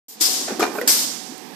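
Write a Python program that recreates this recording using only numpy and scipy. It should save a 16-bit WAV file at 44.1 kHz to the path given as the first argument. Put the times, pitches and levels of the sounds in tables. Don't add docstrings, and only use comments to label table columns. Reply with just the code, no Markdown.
import sys
import numpy as np
from scipy import signal
from scipy.fft import rfft, irfft, next_fast_len
from scipy.io import wavfile
from scipy.ndimage import uniform_filter1d, map_coordinates

SR = 44100
rng = np.random.default_rng(int(sys.argv[2]) if len(sys.argv) > 2 else 0)


def volts(x):
    e = np.asarray(x, float) / 20
    return 10 ** e


def to_wav(s):
    ch = np.atleast_2d(s).T
    pcm = np.round(np.clip(ch, -1, 1) * 32767)
    wavfile.write(sys.argv[1], SR, pcm.astype(np.int16))


N = 68355

# [f/Hz, density/dB]
HALL_SPECTRUM = [(35, -63), (60, -14.5), (189, -7.5), (461, -8.5), (593, -20), (855, -11), (1380, -25),
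                 (1700, -18.5), (14300, -33)]
# [f/Hz, level/dB]
MOTOR_TONES = [(748, -44.5), (243, -50)]
HALL_DB, MOTOR_SWAY_DB = -37, 2.5
SETTLE_S, SETTLE_DB = 0.12, -13.5

# [middle t/s, half length/s, level/dB]
LEAKS = [
    (0.088, 0.07, -41.5),
    (0.769, 0.037, -38),
    (1.42, 0.23, -56.5),
]
# [t/s, level/dB, T60/s]
VALVE_TICKS = [
    (.2095, -23, 0.01),
    (0.5954, -22, 0.015),
    (0.8132, -22, 0.0072),
    (.8762, -12.5, 0.031),
    (1.38, -30.5, .012),
    (1.464, -47, 0.033),
]
# [f/Hz, density/dB]
LEAK_SPECTRUM = [(7000, -7.5), (10500, -9.5), (12500, -9.5), (14200, -0.5)]

# [t/s, level/dB]
VENT_PRESSURES = [
    [(.082, -47), (.109, -43), (.15, -46.5), (.2, -46.5)],
    [(.2015, -35.5), (.2085, -29), (.2095, -20.5), (.222, -19), (.272, -21.5), (.29, -23.5), (.35, -23.5),
     (.45, -28), (.59, -36.5)],
    [(.8752, -44), (.8765, -17.5), (.9, -16.5), (.95, -19.5), (1.04, -22), (1.15, -28), (1.3, -36.5),
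     (1.46, -46.5), (1.55, -84)],
    [(.6, -26.5), (.7, -39), (.87, -41.5)],
]
# [fizz level/dB, roar level/dB]
VENT_COLOURS = [(-2, 4), (3.5, -3), (1.7, 0), (-0.5, 0.1)]
# [f/Hz, density/dB]
JET_SPECTRUM = [(880, -14), (1500, -12), (2500, -12.5), (3300, -6), (4300, -3.5), (5400, -2.5),
                (7500, -1.5), (14300, -20)]
# [f/Hz, density/dB]
FIZZ_SPECTRUM = [(3000, -75), (7000, -9), (9000, -1.5), (11000, -8), (12500, -7), (13700, -4.5), (14400, 1)]
# [f/Hz, density/dB]
ROAR_SPECTRUM = [(200, 10.5), (500, 5.5), (1200, 4), (2500, 3), (4000, -46)]
FULL_DB, FIZZ_DB, ROAR_DB = -20, -2, -13
FIZZ_GROWS, ROAR_GROWS = 2.41, 1.8
FIZZ_OFFSET_DB = -3
JET_ALIKE, LEFT_LAG_S = 0.14, 0.000389
# [opening t/s, shutting t/s, level/dB]
WHISTLES = [
    (0.2114, 0.268, -25),
    (0.8726, 0.957, -30.5),
]
MUFFLER_HZ, MUFFLER_WIDTH_HZ, SHUT_T60_S = 5070, 900, 0.12

# [t/s, level/dB]
CARRIAGE_EFFORT = [(0.1, -100), (0.136, -93), (0.26, -41), (0.338, -37), (0.378, -36), (0.684, -32.5),
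                   (0.894, -33.5), (1.06, -34.5), (1.222, -41), (1.55, -42)]
# [f/Hz, width/Hz, level/dB]
FRAME_MODES = [(249.5, 73, 2.5), (392, 97, -2.5), (520, 307, -9.5), (765, 100, -10), (900, 580, -19)]
FRAME_LOW_HZ = 185

# [t/s, peak level/dB, f/Hz, T60/s]
KNOCKS = [(0.17, -31, 228, 0.091), (0.208, -17, 331, 0.037), (.209, -24, 39.3, 0.17), (.594, -23, 42, 0.12),
          (0.626, -19, 2390, 0.044), (.595, -11, 318, 0.037), (.605, -9, 1244, .028),
          (0.6262, -10, 438, 0.044), (.636, -15, 400, 0.031), (0.663, -23, 427, 0.053),
          (.673, -21, 362, 0.076), (.651, -28, 414, 0.027), (0.752, -19.5, 342, 0.047),
          (.786, -16, 427, 0.082), (0.8343, -20, 493, .06), (.786, -18, 1444, 0.027),
          (.787, -24, 2350, 0.026), (0.8137, -6, 513, 0.023), (.8138, -11.5, 1950, 0.017),
          (.814, -32, 40, 0.15), (.877, -27, 60.7, 0.089), (1.288, -22.5, 238, 0.093),
          (1.321, -17, 306, 0.031), (1.534, -38, 1700, 0.056)]
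# [f/Hz, T60/s]
ROOM_DECAY = [(200, 0.6), (2000, 0.44), (10000, 0.71)]
ROOM_DB = -6

# [t/s, peak level/dB, pitch factor, favoured f/Hz, crackle level/dB]
CUP_CONTACTS = [(.285, -29, 1.36, 496, -30), (0.409, -27.5, 1.05, 310, -28), (0.481, -20.5, 1.12, 485, -5),
                (.487, -31, 1.07, 1600, -8.5), (0.495, -25, 1.1, 900, -21), (0.504, -18.5, 1.1, 450, -19),
                (0.52, -19.5, 0.64, 306, -22), (0.544, -30, 1.23, 560, -28), (0.551, -25, 1.09, 400, -25),
                (.595, -11.5, 1.04, 636, -11.5), (0.601, -22.5, 1.01, 1190, -14),
                (.606, -17.5, 0.784, 1010, -7.5), (.609, -21, 0.758, 313, -28),
                (0.6197, -11, 1.173, 433, -12.5), (.626, -9.5, 1, 900, -16.5), (.629, -16, 1.25, 1720, -15),
                (.636, -12.5, 1.03, 950, -16), (0.652, -14.5, .99, 1150, -19), (.664, -24, 1.4, 1000, -11),
                (.672, -30, 1.01, 900, -12), (0.693, -25, 0.99, 362, -30), (.706, -26.5, 1.045, 358, -26),
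                (.738, -27.5, 1.05, 704, -18), (.750, -20, 1, 347, -15), (.754, -17.5, 1.14, 975, -19),
                (.766, -28, 0.98, 325, -29), (.780, -21.5, 1.72, 525, -16), (.7855, -15.5, 1.08, 1470, -33),
                (0.8136, -25, 0.85, 1540, -1.5), (.824, -28, 1.42, 520, -41), (.830, -19, 1.4, 493.2, -39),
                (0.855, -27, 1.2, 465, -31), (.876, -18, 1.2, 1010, -4)]
# [f/Hz, level/dB, T60/s]
CUP_MODES = [(256, -11.5, 0.055), (357.5, -1, 0.05), (731, -1.5, 0.027), (950, -5.5, 0.024),
             (1216, -6, 0.029), (1363, -3.5, 0.023), (1950, -10, 0.011), (2345, -5.5, 0.022)]
# [f/Hz, density/dB]
CRACKLE_SPECTRUM = [(1500, 9.5), (2600, 1.5), (3200, -2), (6000, -1), (9000, -7), (14300, -9.5)]
FAVOUR_DB, FAVOUR_OCTAVES = 8.5, 0.55
PUSH_S, CRACKLE_T60_S = 0.0016, 0.067
SCATTER_DB, SCATTER_PITCH = 1.2, 0.006
HITS_PAN_DB = 1.4

# [start t/s, end t/s, level/dB]
SLIDES = [
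    (.477, 0.554, -33.5),
    (0.6, 0.635, -31.5),
    (0.647, 0.723, -37.5),
    (0.729, 0.798, -35),
]
# [f/Hz, width/Hz, level/dB]
STACK_MODES = [(400, 100, 0.5), (776, 250, -3.5), (1150, 270, -5), (1600, 130, -7), (1810, 52, -4),
               (2400, 190, -11)]
SLIDE_EDGE_S = 0.0029

# [f/Hz, level/dB]
MIC_RESPONSE = [(30, -22), (100, -19.5), (170, -1.5), (14250, 2), (14600, -63), (15800, -60), (15900, -140)]
# [f/Hz, level/dB]
PORT_RESPONSE = [(4000, 0.05), (5200, 2.5), (7000, -1.07), (10000, -2.5), (12500, 1)]
START_S, FADE_S = 0.083, 0.0014
CEILING, CEILING_HARDNESS = 1.02, 8
# [f/Hz, level/dB]
FIRST_GUESS = [(200, -58), (2000, -57.5), (4000, -82.5), (14000, -79.5)]
# [f/Hz, level/dB]
MARGIN = [(200, -4.5), (1000, -4.5), (2500, -0.5), (5000, 2), (8000, 4), (11000, 3), (14000, 3.5)]
LEARN_S, FORGET_DB_PER_S, SPREAD_HZ = 0.46, 12, 144
DEPTH_DB, KNEE_DB = -33, 1.3
SOFT_DB, SOFT_KNEE_DB = -9.5, 6


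def unit(x):
    return x / np.sqrt(np.mean(x ** 2) + 1e-20)


def along(points, hz):
    f, value = np.transpose(points)
    return np.interp(np.log(hz + 1), np.log(f + 1), value)


def curve(rows, outside=None):
    s, value = np.transpose(rows)
    return np.interp(np.arange(N) / SR, s, value, outside, outside)


def wobble(rate):
    knots = rng.standard_normal(int(N * rate / SR) + 4)
    return map_coordinates(knots, [np.arange(N) * rate / SR])


def filtered(x, response):
    size = next_fast_len(N + SR // 2)
    spectrum = rfft(x, size) * response(np.fft.rfftfreq(size, 1 / SR))
    return irfft(spectrum, size)[..., :N]


def resonances(peaks):
    def response(f):
        return sum((-1) ** k * volts(db) * 1j * f * width / (centre * centre - f * f + 1j * f * width)
                   for k, (centre, width, db) in enumerate(peaks))
    return response


def shaped(points):
    below, above = (points[0][0] / 2, -70), (points[-1][0] * 0.99, -70)
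    return lambda hz: volts(along([below] + list(points) + [above], hz))


def rush(response, alike, lag_s=0):
    a, b = rng.standard_normal((2, N))
    angle = np.arccos(np.clip(alike, 0, 1)) / 2
    shared, opposed = np.cos(angle) * a, np.sin(angle) * b
    pair = np.array([shared + opposed, shared - opposed])
    lags_s = lag_s * np.array([[1], [0]])
    return unit(filtered(pair, lambda hz: response(hz) * np.exp(-2j * np.pi * hz * lags_s)))


def hall():
    t = np.arange(N) / SR
    tones = sum(volts(db + MOTOR_SWAY_DB * wobble(6.7)) * np.sin(2 * np.pi * hz * t + 0.71 * wobble(11.74))
                for hz, db in MOTOR_TONES)
    hum = volts(HALL_DB + 0.41 * wobble(11.8)) * rush(shaped(HALL_SPECTRUM), 0.45)
    settle = volts(SETTLE_DB * np.exp(-np.maximum(t - START_S, 0) / SETTLE_S))
    return settle * (hum + tones)


def leaks():
    t = np.arange(N) / SR
    swell = sum(volts(db) * np.exp(-((t - s) / half) ** 4) for s, half, db in LEAKS)
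    tick = sum((t > s) * volts(db - 60 * np.abs(t - s) / t60) for s, db, t60 in VALVE_TICKS)
    return (swell + tick) * rush(shaped(LEAK_SPECTRUM), 0.14)


def air():
    levels_db = np.array([curve(vent, -120) for vent in VENT_PRESSURES])
    loudest = levels_db.argmax(axis=0)
    fizz_db, roar_db = np.transpose(VENT_COLOURS)[:, loudest]
    level_db = levels_db.max(axis=0) + 0.18 * wobble(58.9)
    under_db = np.minimum(level_db - FULL_DB, 4)

    body = volts(level_db) * rush(shaped(JET_SPECTRUM), JET_ALIKE, LEFT_LAG_S)
    fizz_db = FULL_DB + FIZZ_DB + FIZZ_OFFSET_DB + fizz_db + FIZZ_GROWS * under_db + 0.59 * wobble(149.2)
    fizz = volts(fizz_db) * rush(shaped(FIZZ_SPECTRUM), JET_ALIKE, LEFT_LAG_S)
    roar_db = FULL_DB + ROAR_DB + roar_db + ROAR_GROWS * under_db
    roar = volts(roar_db) * rush(shaped(ROAR_SPECTRUM), 0.56, LEFT_LAG_S)
    return (body + fizz + roar + whistle()) * volts([[2.5], [-1.5]])


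def whistle():
    t = np.arange(N) / SR
    gate = sum((t > opens) * volts(db - 60 * np.maximum(t - shuts, 0) / SHUT_T60_S)
               for opens, shuts, db in WHISTLES)
    cavity = resonances([(MUFFLER_HZ, MUFFLER_WIDTH_HZ, 0)])
    return gate * rush(lambda f: cavity(f) ** 2, JET_ALIKE, LEFT_LAG_S)


def carriage():
    frame = resonances(FRAME_MODES)
    effort = volts(curve(CARRIAGE_EFFORT) + 0.9 * wobble(45.23))
    return effort * rush(lambda f: frame(f) / (1 + (FRAME_LOW_HZ / (f + 1)) ** 4), 0.82)


def knocks():
    t = np.arange(N) / SR
    out = np.zeros(N)
    for s, db, hz, t60 in KNOCKS:
        decay = (t > s) * volts(db - 60 * np.abs(t - s) / t60)
        onset = np.tanh((t - s) * hz / 2)
        out += decay * onset * np.sin(2 * np.pi * hz * (t - s))
    return out


def room(x):
    hz, t, z = signal.stft(rng.standard_normal((2, SR // 2)), SR, nperseg=256)
    decay = volts(-60 * t / along(ROOM_DECAY, hz)[:, None])
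    tail = signal.istft(z * decay, SR, nperseg=256)[1]
    tail = tail / np.linalg.norm(tail[0])
    delayed = np.pad(x, (300, 0))[None]
    return signal.fftconvolve(delayed, tail, axes=1)[:, :N]


def cup_favour(hz, favour_hz):
    octaves = np.log2(hz / favour_hz)
    return FAVOUR_DB * np.exp(-(octaves / FAVOUR_OCTAVES) ** 2) - 9 * max(octaves - 1, 0)


def cups():
    out, crackle = np.zeros((2, N + SR)), np.zeros(N + SR)
    t = np.arange(SR // 8) / SR
    chance = rng.standard_normal((40, len(CUP_MODES), 3))
    for (s, db, pitch, favour_hz, crackle_db), luck in zip(CUP_CONTACTS, chance):
        ring = np.zeros(len(t))
        for (hz, level_db, t60), (a, b, c) in zip(CUP_MODES, luck):
            mode_db = level_db + cup_favour(hz * pitch, favour_hz) + SCATTER_DB * a
            mode_hz = hz * pitch * (1 + SCATTER_PITCH * b)
            ring += volts(mode_db - 60 * t / t60) * np.sin(2 * np.pi * mode_hz * t + 0.62 * c)
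        ring = ring * (1 - np.exp(-t / PUSH_S))
        pan = volts(np.array([[0.7], [-0.7]]) * luck[0, 2])
        start = round(s * SR)
        out[:, start:][:, :len(t)] += volts(db) * ring / np.abs(ring).max() * pan
        crackle[start:][:len(t)] += volts(db + crackle_db - 60 * t / CRACKLE_T60_S)
    roughness = volts(3.2 * wobble(400))
    return out[:, :N] + crackle[:N] * roughness * rush(shaped(CRACKLE_SPECTRUM), 0.092)


def slides():
    t = np.arange(N) / SR
    gate = sum(volts(db) * np.clip(np.minimum(t - start, end - t) / SLIDE_EDGE_S, 0, 1)
               for start, end, db in SLIDES)
    return gate * volts(2.9 * wobble(150)) * rush(resonances(STACK_MODES), 0.49)


def scene():
    hits = (cups() + knocks()) * volts([[HITS_PAN_DB], [-HITS_PAN_DB]])
    echoes = volts(ROOM_DB) * room(hits.mean(axis=0))
    return hall() + leaks() + air() + carriage() + hits + echoes + slides()


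def suppress(x):
    hz, t, z = signal.stft(x, SR, nperseg=512, noverlap=384)
    near = np.exp(-((hz[:, None] - hz) / SPREAD_HZ) ** 2)
    power = near @ np.abs(z) ** 2 / near.sum(axis=1)[:, None]
    level_db = 10 * np.log10(uniform_filter1d(power, size=9, axis=1) + 1e-12)

    first = along(FIRST_GUESS, hz)[:, None]
    keep = np.exp(-t[1] / LEARN_S)
    guess = first + signal.lfilter([1 - keep], [1, -keep], (level_db - first) * (t > START_S), axis=1)
    forgotten = FORGET_DB_PER_S * t
    guess = np.maximum.accumulate(guess + forgotten, axis=1) - forgotten

    over = level_db - guess - along(MARGIN, hz)[:, None]
    deep_db = DEPTH_DB / np.exp(over / KNEE_DB)
    soft_db = SOFT_DB / (0.5 + np.exp(over / SOFT_KNEE_DB - 1.5))
    return signal.istft(z * volts(deep_db + soft_db), SR, nperseg=512, noverlap=384)[1][:N]


def band_limit(x):
    return signal.sosfilt(signal.butter(12, 15900, fs=SR, output="sos"), x)


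def record(dry):
    x = filtered(dry, lambda hz: volts(along(MIC_RESPONSE, hz) + along(PORT_RESPONSE, hz)))
    start = np.clip((np.arange(N) / SR - START_S) / FADE_S, 0, 1)
    x = np.array([suppress(x[0]), x[1]]) * start
    mix = x / (1 + np.abs(x / CEILING) ** CEILING_HARDNESS) ** (1 / CEILING_HARDNESS)
    return band_limit(mix)


dry = scene()
out = record(dry)
to_wav(out)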